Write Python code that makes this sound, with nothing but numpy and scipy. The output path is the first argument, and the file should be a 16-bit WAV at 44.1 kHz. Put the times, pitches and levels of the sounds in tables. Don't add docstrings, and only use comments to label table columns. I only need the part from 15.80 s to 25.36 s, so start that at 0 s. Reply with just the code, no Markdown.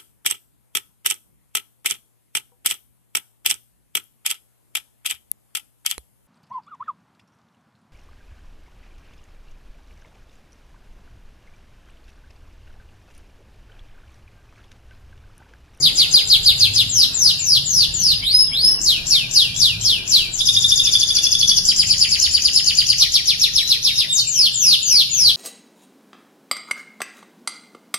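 import sys
import numpy as np
from scipy import signal
from scipy.fft import rfft, irfft, next_fast_len
from scipy.io import wavfile
from scipy.ndimage import uniform_filter1d

SR = 44100
rng = np.random.default_rng(int(sys.argv[2]) if len(sys.argv) > 2 else 0)


def magnitude_from_level(level_db):
    exponent = np.asarray(level_db, float) / 20
    return 10 ** exponent


def wrap_up_sound(samples):
    columns = np.atleast_2d(samples).T
    tamed = np.clip(columns, -1, 1)
    steps = np.round(tamed * 32767).astype(np.int16)
    wavfile.write(sys.argv[1], SR, steps)


N = 421596


def on_log(table, hz):
    f, v = np.transpose(table)
    return np.interp(np.log(np.maximum(hz, 1)), np.log(f), v)


def walk(rate_hz, size=N):
    hold = int(SR / rate_hz)
    steps = np.repeat(rng.standard_normal(size // hold + 1), hold)
    return 1.25 * uniform_filter1d(uniform_filter1d(steps, hold), hold)[:size]


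def wander(x, depth_db, size=4096):
    _, _, z = signal.stft(x, SR, nperseg=size)
    field = rng.standard_normal(z.shape[1:])
    field = uniform_filter1d(uniform_filter1d(field, size=2, axis=0), size=10, axis=1)
    gain = magnitude_from_level(depth_db * field / field.std())
    gain = gain / np.sqrt(np.mean(gain ** 2))
    return signal.istft(z * gain, SR, nperseg=size)[1][:, :N]


# t/s, level/dB
TRAFFIC = [
    (0.3, -37.5),
    (3.31, -39),
    (5.32, -38.5),
    (9.07, -44.5),
    (9.4, -42),
]
# f/Hz, level/dB per Hz
RUMBLE = [(12, -53), (20, -7.5), (38, 0), (59, -4), (102, 0.5), (157, -1.5), (179, -3.5), (226, -25.5),
          (260, -18), (340, -56.5), (570, -120)]
# f/Hz, level/dB per Hz
AIR = [(120, -26), (200, -2.5), (228, -4), (460, -9), (1320, -16), (1520, -11.5), (2200, -15),
       (2860, -34.5), (4840, -120)]
# f/Hz, correlation
LIKENESS = [(60, .992), (125, .975), (250, .75), (500, .35), (1500, .2)]


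def background():
    air_db, gust_db = -11, 1.5
    load_db = np.interp(np.arange(N) / SR, *np.transpose(TRAFFIC)) + 1.1
    hz = np.arange(N // 2 + 1) * SR / N
    like = np.clip(on_log(LIKENESS, hz), 0, 1)
    out = 0
    for table, db, lo_hz, top_hz in [(RUMBLE, 0, 40, 220), (AIR, air_db, 250, 1200)]:
        mid, side = rfft(rng.standard_normal((2, N))) * magnitude_from_level(on_log(table, hz))
        mid, side = mid * np.sqrt(1 + like), side * np.sqrt(1 - like)
        in_band = (hz > lo_hz) & (hz < top_hz)
        rms = np.sqrt(2 * np.sum(np.abs(mid[in_band]) ** 2)) / N
        ports = irfft(np.array([mid + side, mid - side]), N) / rms
        out = out + ports * magnitude_from_level(load_db + db + gust_db * walk(6))
    return wander(out, depth_db=3.5)


# multiple, level/dB
OVERTONES = [(2, -17), (3, -19.5), (4, -23.5)]
# f/Hz, gain/dB
UPPER = [(4000, -17), (6000, -21), (7600, -6), (9000, -2.5), (10500, 3), (12500, -0.5), (13500, -10)]


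def whistle(track, note, wobble, edge_s=0.0012):
    s, hz, db = note
    i = np.arange(max(int(s[0] * SR), 0), min(int(s[-1] * SR), N))
    t = i / SR
    hz = np.interp(t, s, hz) * wobble[i]
    phase = 2 * np.pi * np.cumsum(hz) / SR
    wave = np.sin(phase)
    for k, k_db in OVERTONES:
        below_nyquist = k * hz < .45 * SR
        wave += magnitude_from_level(k_db + on_log(UPPER, k * hz)) * below_nyquist * np.sin(k * phase)
    edge = np.clip(np.minimum(t - s[0], s[-1] - t) / edge_s, 0, 1)
    track[i] += wave * magnitude_from_level(np.interp(t, s, db)) * np.sin(np.pi / 2 * edge) ** 2


def glide(from_hz, to_hz, bend, size):
    along = np.expm1(-bend * np.linspace(0, 1, size)) / np.expm1(-bend)
    return from_hz + (to_hz - from_hz) * along


def aviary(count=260):
    track = np.zeros(N)
    steady = np.ones(N)
    for at, start, fall, length, loud in rng.random((count, 5)):
        s = at * N / SR + np.array([0, 0.033 + .05 * length])
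        hz = (2900 + 2600 * start ** 2) * np.array([1, 1.1 - 0.46 * fall])
        whistle(track, (s, hz, np.full(2, -44 + 8 * loud)), steady, edge_s=0.0087)
    return track


# t/s, length/s, start f/Hz, end f/Hz, level/dB
ANSWERS = [
    (2.2, .2, 4330, 5000, -28),
    (3.713, 0.15, 2885, 3620, -33.5),
    (4.0, 0.11, 2900, 3350, -32.5),
    (4.3, .08, 2900, 3183, -35),
    (7.76, 0.17, 3490, 4050, -25),
    (8.03, .16, 3520, 3758, -25.5),
    (8.268, 0.16, 3527, 3704, -23.5),
    (9.036, 0.13, 4470, 4950, -27),
]
# t/s, start f/Hz, end f/Hz, level/dB
FAR_CHIRPS = [
    (8.41, 3300, 2400, -41),
    (8.54, 3400, 2300, -41),
    (8.72, 3800, 2900, -38),
    (8.80, 3600, 2300, -39),
    (8.98, 3900, 2700, -37),
    (9.08, 3400, 2200, -40),
    (9.33, 3600, 2400, -40),
]


def far_bird():
    track = np.zeros(N)
    wobble = 1 + .008 * walk(120)
    for s, length, from_hz, to_hz, db in ANSWERS:
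        hz = glide(from_hz, to_hz, bend=4, size=24)
        whistle(track, (np.linspace(s, s + length, len(hz)), hz, db + 0 * hz), wobble, edge_s=.02)
    hoarse = 1 + .05 * walk(400)
    for s, from_hz, to_hz, db in FAR_CHIRPS:
        note = np.array([s, s + 0.066]), np.array([from_hz, to_hz]), np.array([db + 10, db + 3.5])
        whistle(track, note, hoarse, edge_s=0.0025)
    return track


def breath():
    low_pass = signal.butter(4, 900, fs=SR, output="sos")
    rush = signal.sosfilt(low_pass, rng.standard_normal(N))
    return magnitude_from_level(2.5 * walk(250)) + magnitude_from_level(-21) * rush / rush.std()


def syllable(strokes, size=24):
    joint_ms = 2.3
    ends = np.cumsum([0] + [row[0] for row in strokes])
    ms = np.concatenate([np.linspace(a, b, size) for a, b in zip(ends, ends[1:])])
    hz = np.concatenate([glide(a, b, bend + 1e-9, size) for _, a, b, bend, _ in strokes])
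    joints = np.ravel([ends[:-1] + joint_ms / 2, ends[1:] - joint_ms / 2], order="F")
    push_db = np.repeat([row[4] for row in strokes], repeats=2)
    return ms, hz, np.interp(ms, joints, push_db)


# length/ms, start f/Hz, end f/Hz, bend, push/dB
SLIDE = [(26.93, 7500, 5800, 0.067, -5.5), (80.7, 5150, 1950, -0.36, -0.5)]
LONG_FALL = [(184.2, 7450, 4150, -.2, -1.5), (31.54, 4150, 2700, 0.12, -1.5)]
RISE = [(16.02, 2100, 2400, 0.55, -4.5), (107, 3100, 5120, .1, -8), (48.6, 5120, 5220, .6, -1.5),
        (49.9, 5220, 5300, 0.27, -5), (15, 4800, 5320, .1, -15.5)]
SCOOP = [(6.09, 4500, 7600, 2, -2), (12.07, 7600, 7400, -0.4, -9.5), (171.1, 7400, 2400, 2.5, -2),
         (25, 2400, 2400, .1, -9)]
FLICK = [(22, 7600, 6300, 0.12, -2)]
ROLL = [(12, 7450, 5900, .1, -2), (13, 5900, 4600, 0.38, -4)]
PIP = [(11, 3300, 3720, 2.9, 7.26)]
CHATTER = [(5.92, 5200, 7300, 0.9, 1), (20.14, 7300, 6500, -2.5, -4.5), (21.86, 5550, 4400, -0.14, -.5),
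           (17.4, 4400, 3350, -0.5, -12.5), (12.8, 3300, 1600, -0.37, 1.5)]
CHIP = [(4.88, 5500, 6800, 1.5, -2.5), (14.06, 7400, 5950, -0.64, -7.5), (20.16, 5950, 4700, -0.6, -2.5),
        (57.75, 4700, 1800, 1.32, -1.5)]
LINK = [(45, 7650, 6100, -.3, 1), (33, 6100, 4000, .1, -3)]
# t/s, effort/dB
SLIDE_AT = [(0.038, 0.5), (0.194, 1), (0.351, 0.5), (0.512, 1), (0.669, -1), (0.818, 0.5), (0.973, -0.5)]
FALL_AT = [(1.213, -0.28), (1.472, 0.27), (1.735, -1.5), (2.004, -0.95), (2.288, -1.8)]
RISE_AT = [(2.524, 0), (2.823, 0)]
SCOOP_AT = [(3.07, 0.0026), (3.324, 0.0095), (3.568, 0), (3.821, 0), (4.07, 0), (4.335, 0)]
FLICK_AT = [(4.552, 0)]
ROLL_AT = [(4.6, -1.5), (4.678, 0.5), (4.755, 1), (4.832, 1), (4.907, 1.5), (4.982, 1), (5.062, 1),
           (5.14, 3), (5.217, 2), (5.294, 1.5), (5.371, 1.5), (5.454, 4), (5.535, 4), (5.614, 3.5),
           (5.698, 3), (5.786, 4.5)]
PIP_AT = [(4.611, -6.5), (4.691, -5), (4.769, -5.5), (4.846, -5.5), (4.921, -6), (4.998, -5), (5.074, -4.5),
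          (5.155, -4.5), (5.232, -5.5), (5.307, -6.5), (5.388, -6), (5.469, -5.5), (5.552, -4), (5.63, -2),
          (5.715, -2)]
CHATTER_AT = [(5.894, 0.79), (6.004, 0), (6.114, 0.38), (6.224, 1), (6.333, 0), (6.441, 0.87), (6.554, 0),
              (6.662, 0), (6.774, 0.056), (6.884, 0.082), (6.992, 0.58), (7.107, 1)]
CHIP_AT = [(7.214, 2.6), (7.353, 1), (7.491, 1), (7.632, 1.8), (7.773, 0), (7.912, 0), (8.065, 0),
           (8.196, 0.056)]
LINK_AT = [(8.391, 0)]
LAST_FALL_AT = [(8.626, 0.14), (8.9, 1), (9.176, 1), (9.462, 0.76)]
# syllable, beats, lead before beat/ms, first length factor, last length factor, last pitch factor
PHRASES = [(SLIDE, SLIDE_AT, 40, 1.01, 0.94, 1.01), (LONG_FALL, FALL_AT, 158, .78, 1, 0.98),
           (RISE, RISE_AT, 103, 1.01, 1.01, 1), (SCOOP, SCOOP_AT, 58, 0.97, 1.01, 0.98),
           (FLICK, FLICK_AT, 16, 1.1, 1.01, 1.01), (ROLL, ROLL_AT, 23, 1.1, 1.05, 0.94),
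           (PIP, PIP_AT, 3.2, 1.3, .85, 0.94), (CHATTER, CHATTER_AT, 42, 1.01, 1, 0.97),
           (CHIP, CHIP_AT, 36, .88, 1.1, 0.93), (LINK, LINK_AT, 65, 1, 1, 1),
           (LONG_FALL, LAST_FALL_AT, 158, 0.99, .96, 0.95)]
# f/Hz, level/dB
THROAT = [(1900, -36.5), (2500, -28), (3100, -15.5), (3800, -9), (5200, -9.5), (5900, -15.5), (6800, -21.5),
          (7500, -16.5)]


def canary():
    pitch_spread, length_spread = .005, .02
    track = np.zeros(N)
    wobble = 1 + 0.00367 * walk(150)
    for strokes, sung, lead_ms, first, last, pitch in PHRASES:
        ms, hz, push_db = syllable(strokes)
        along = np.linspace(0, 1, len(sung))
        chance = rng.standard_normal((len(sung), 2))
        for (beat_s, effort_db), u, (a, b) in zip(sung, along, chance):
            length = first + (last - first) * u + length_spread * a
            s = beat_s + (ms - lead_ms) * length / 1e3
            sung_hz = hz * (1 + (pitch - 1) * u + pitch_spread * b)
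            db = on_log(THROAT, sung_hz) + push_db + effort_db
            whistle(track, (s, sung_hz, db), wobble)
    return track * breath() * magnitude_from_level(1.11)


# build-up/s, t60/s, level/dB, unevenness/dB
ROOM = [
    (.003, 0.09, -4, 6.0),
    (0.019, 0.452, -6.5, 1.5),
]


def echoes():
    s = np.arange(SR // 2) / SR
    out = 0
    for rise_s, t60_s, db, uneven_db in ROOM:
        taps = rng.standard_normal((2, len(s))) * magnitude_from_level(uneven_db * rng.exponential(size=(2, len(s))))
        tail = taps * (1 - np.exp(-s / rise_s)) * np.exp(-np.log(1000) * s / t60_s)
        out = out + magnitude_from_level(db) * tail / np.sqrt(np.sum(tail ** 2, axis=1, keepdims=True))
    return out


# f/Hz, gain/dB
TAIL = [(2400, 1), (3500, -1.5), (4500, -0.37), (7000, 1.5), (10000, -2), (13000, -2)]
# f/Hz, left minus right/dB
PORTS = [(2000, 2.5), (4000, 0.5), (5500, 2), (7000, 8.5), (10000, 11), (13000, 8.5)]
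# f/Hz, gain/dB
CAPSULE = [(7400, 0.5), (7850, -2.5), (8250, -16), (8700, -3), (9300, 0.5), (13200, 0.5), (13500, -40)]


def scene():
    lag_samples = 1.97
    size = next_fast_len(N + SR)
    hz = np.arange(size // 2 + 1) * SR / size
    side = np.array([[1], [-1]])
    near, far, flock = canary(), far_bird(), aviary()
    delay = np.exp(-1j * np.pi * hz * side * lag_samples / SR)
    heard = rfft(near + magnitude_from_level(-1.5) * far, size) * delay
    to_room = near + magnitude_from_level(5.5) * far + magnitude_from_level(6.5) * flock
    dulling = magnitude_from_level(on_log(TAIL, hz))
    turn = 1.8 * walk(2.5)
    for share in (np.cos(turn), np.sin(turn)):
        heard = heard + rfft(to_room * share, size) * rfft(echoes(), size) * dulling
    response = magnitude_from_level(on_log(CAPSULE, hz) + side * on_log(PORTS, hz) / 2)
    return irfft(heard * response, size)[:, :N] + background()


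# f/Hz, level/dB
STEP = [(600, -60), (1500, -36), (2500, -33), (5000, -26), (6000, -22), (8200, -23), (9500, -27),
        (11500, -27), (13000, -26)]
# f/Hz, level/dB
FINE = [(150, -22), (500, -6), (1500, 3), (3000, 1.5), (7000, 2.5), (9000, 5), (13000, 6)]


def coarse_rounding(x, spill_db, scatter_db, round_up, size=1024, count=16):
    k = np.arange(size) + .5
    n = np.arange(2 * size) + .5
    window = np.sin(np.pi * n / size / 2)[:, None]
    basis = window * np.cos(np.pi / size * np.outer(n + size / 2, k)) * np.sqrt(2 / size)
    basis, x = basis.astype(np.float32), x.astype(np.float32)
    blocks = np.pad(x, ((0, 0), (size, 2 * size - N % size))).reshape(2, -1, size)
    z = np.concatenate([blocks[:, :-1], blocks[:, 1:]], axis=2) @ basis
    power = (z ** 2).reshape(2, len(z[0]), -1, count).mean(axis=3)
    hz = (np.arange(size // count) + .5) * count * SR / size / 2
    own = magnitude_from_level(2 * on_log(FINE, hz)) * power
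    spill = magnitude_from_level(2 * spill_db) * uniform_filter1d(power, size=5, axis=2) * (hz > 1500)
    loudest = power.max(axis=2, keepdims=True) * magnitude_from_level(2 * on_log(STEP, hz))
    step = np.sqrt(own + spill + loudest + 1e-18)
    step = np.repeat(step * magnitude_from_level(scatter_db * rng.standard_normal(power.shape)), count, axis=2)
    rounded = np.sign(z) * np.floor(np.abs(z) / step + round_up) * step
    y = rounded.astype(np.float32) @ basis.T
    return (y[:, 1:, :size] + y[:, :-1, size:]).reshape(2, -1)[:, :N].astype(float)


def top_cut(x):
    return signal.sosfilt(signal.butter(12, 14200, fs=SR, output="sos"), x)


def record(dry):
    band = signal.butter(2, [800, 2200], "band", fs=SR, output="sos")
    bend = signal.sosfilt(band, dry ** 2)
    x = np.tanh(.7 * (dry + magnitude_from_level(-17) * bend)) / .7
    x = coarse_rounding(x, spill_db=-10, scatter_db=3.5, round_up=.405)
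    ceiling = .6 + .24 * np.tanh((np.abs(x) - .6) / .24)
    x = np.where(np.abs(x) > .6, np.sign(x) * ceiling, x)
    x = signal.sosfilt(signal.ellip(8, .1, 60, 13400, fs=SR, output="sos"), x)
    return top_cut(x)


dry = scene()
out = record(dry)
wrap_up_sound(out)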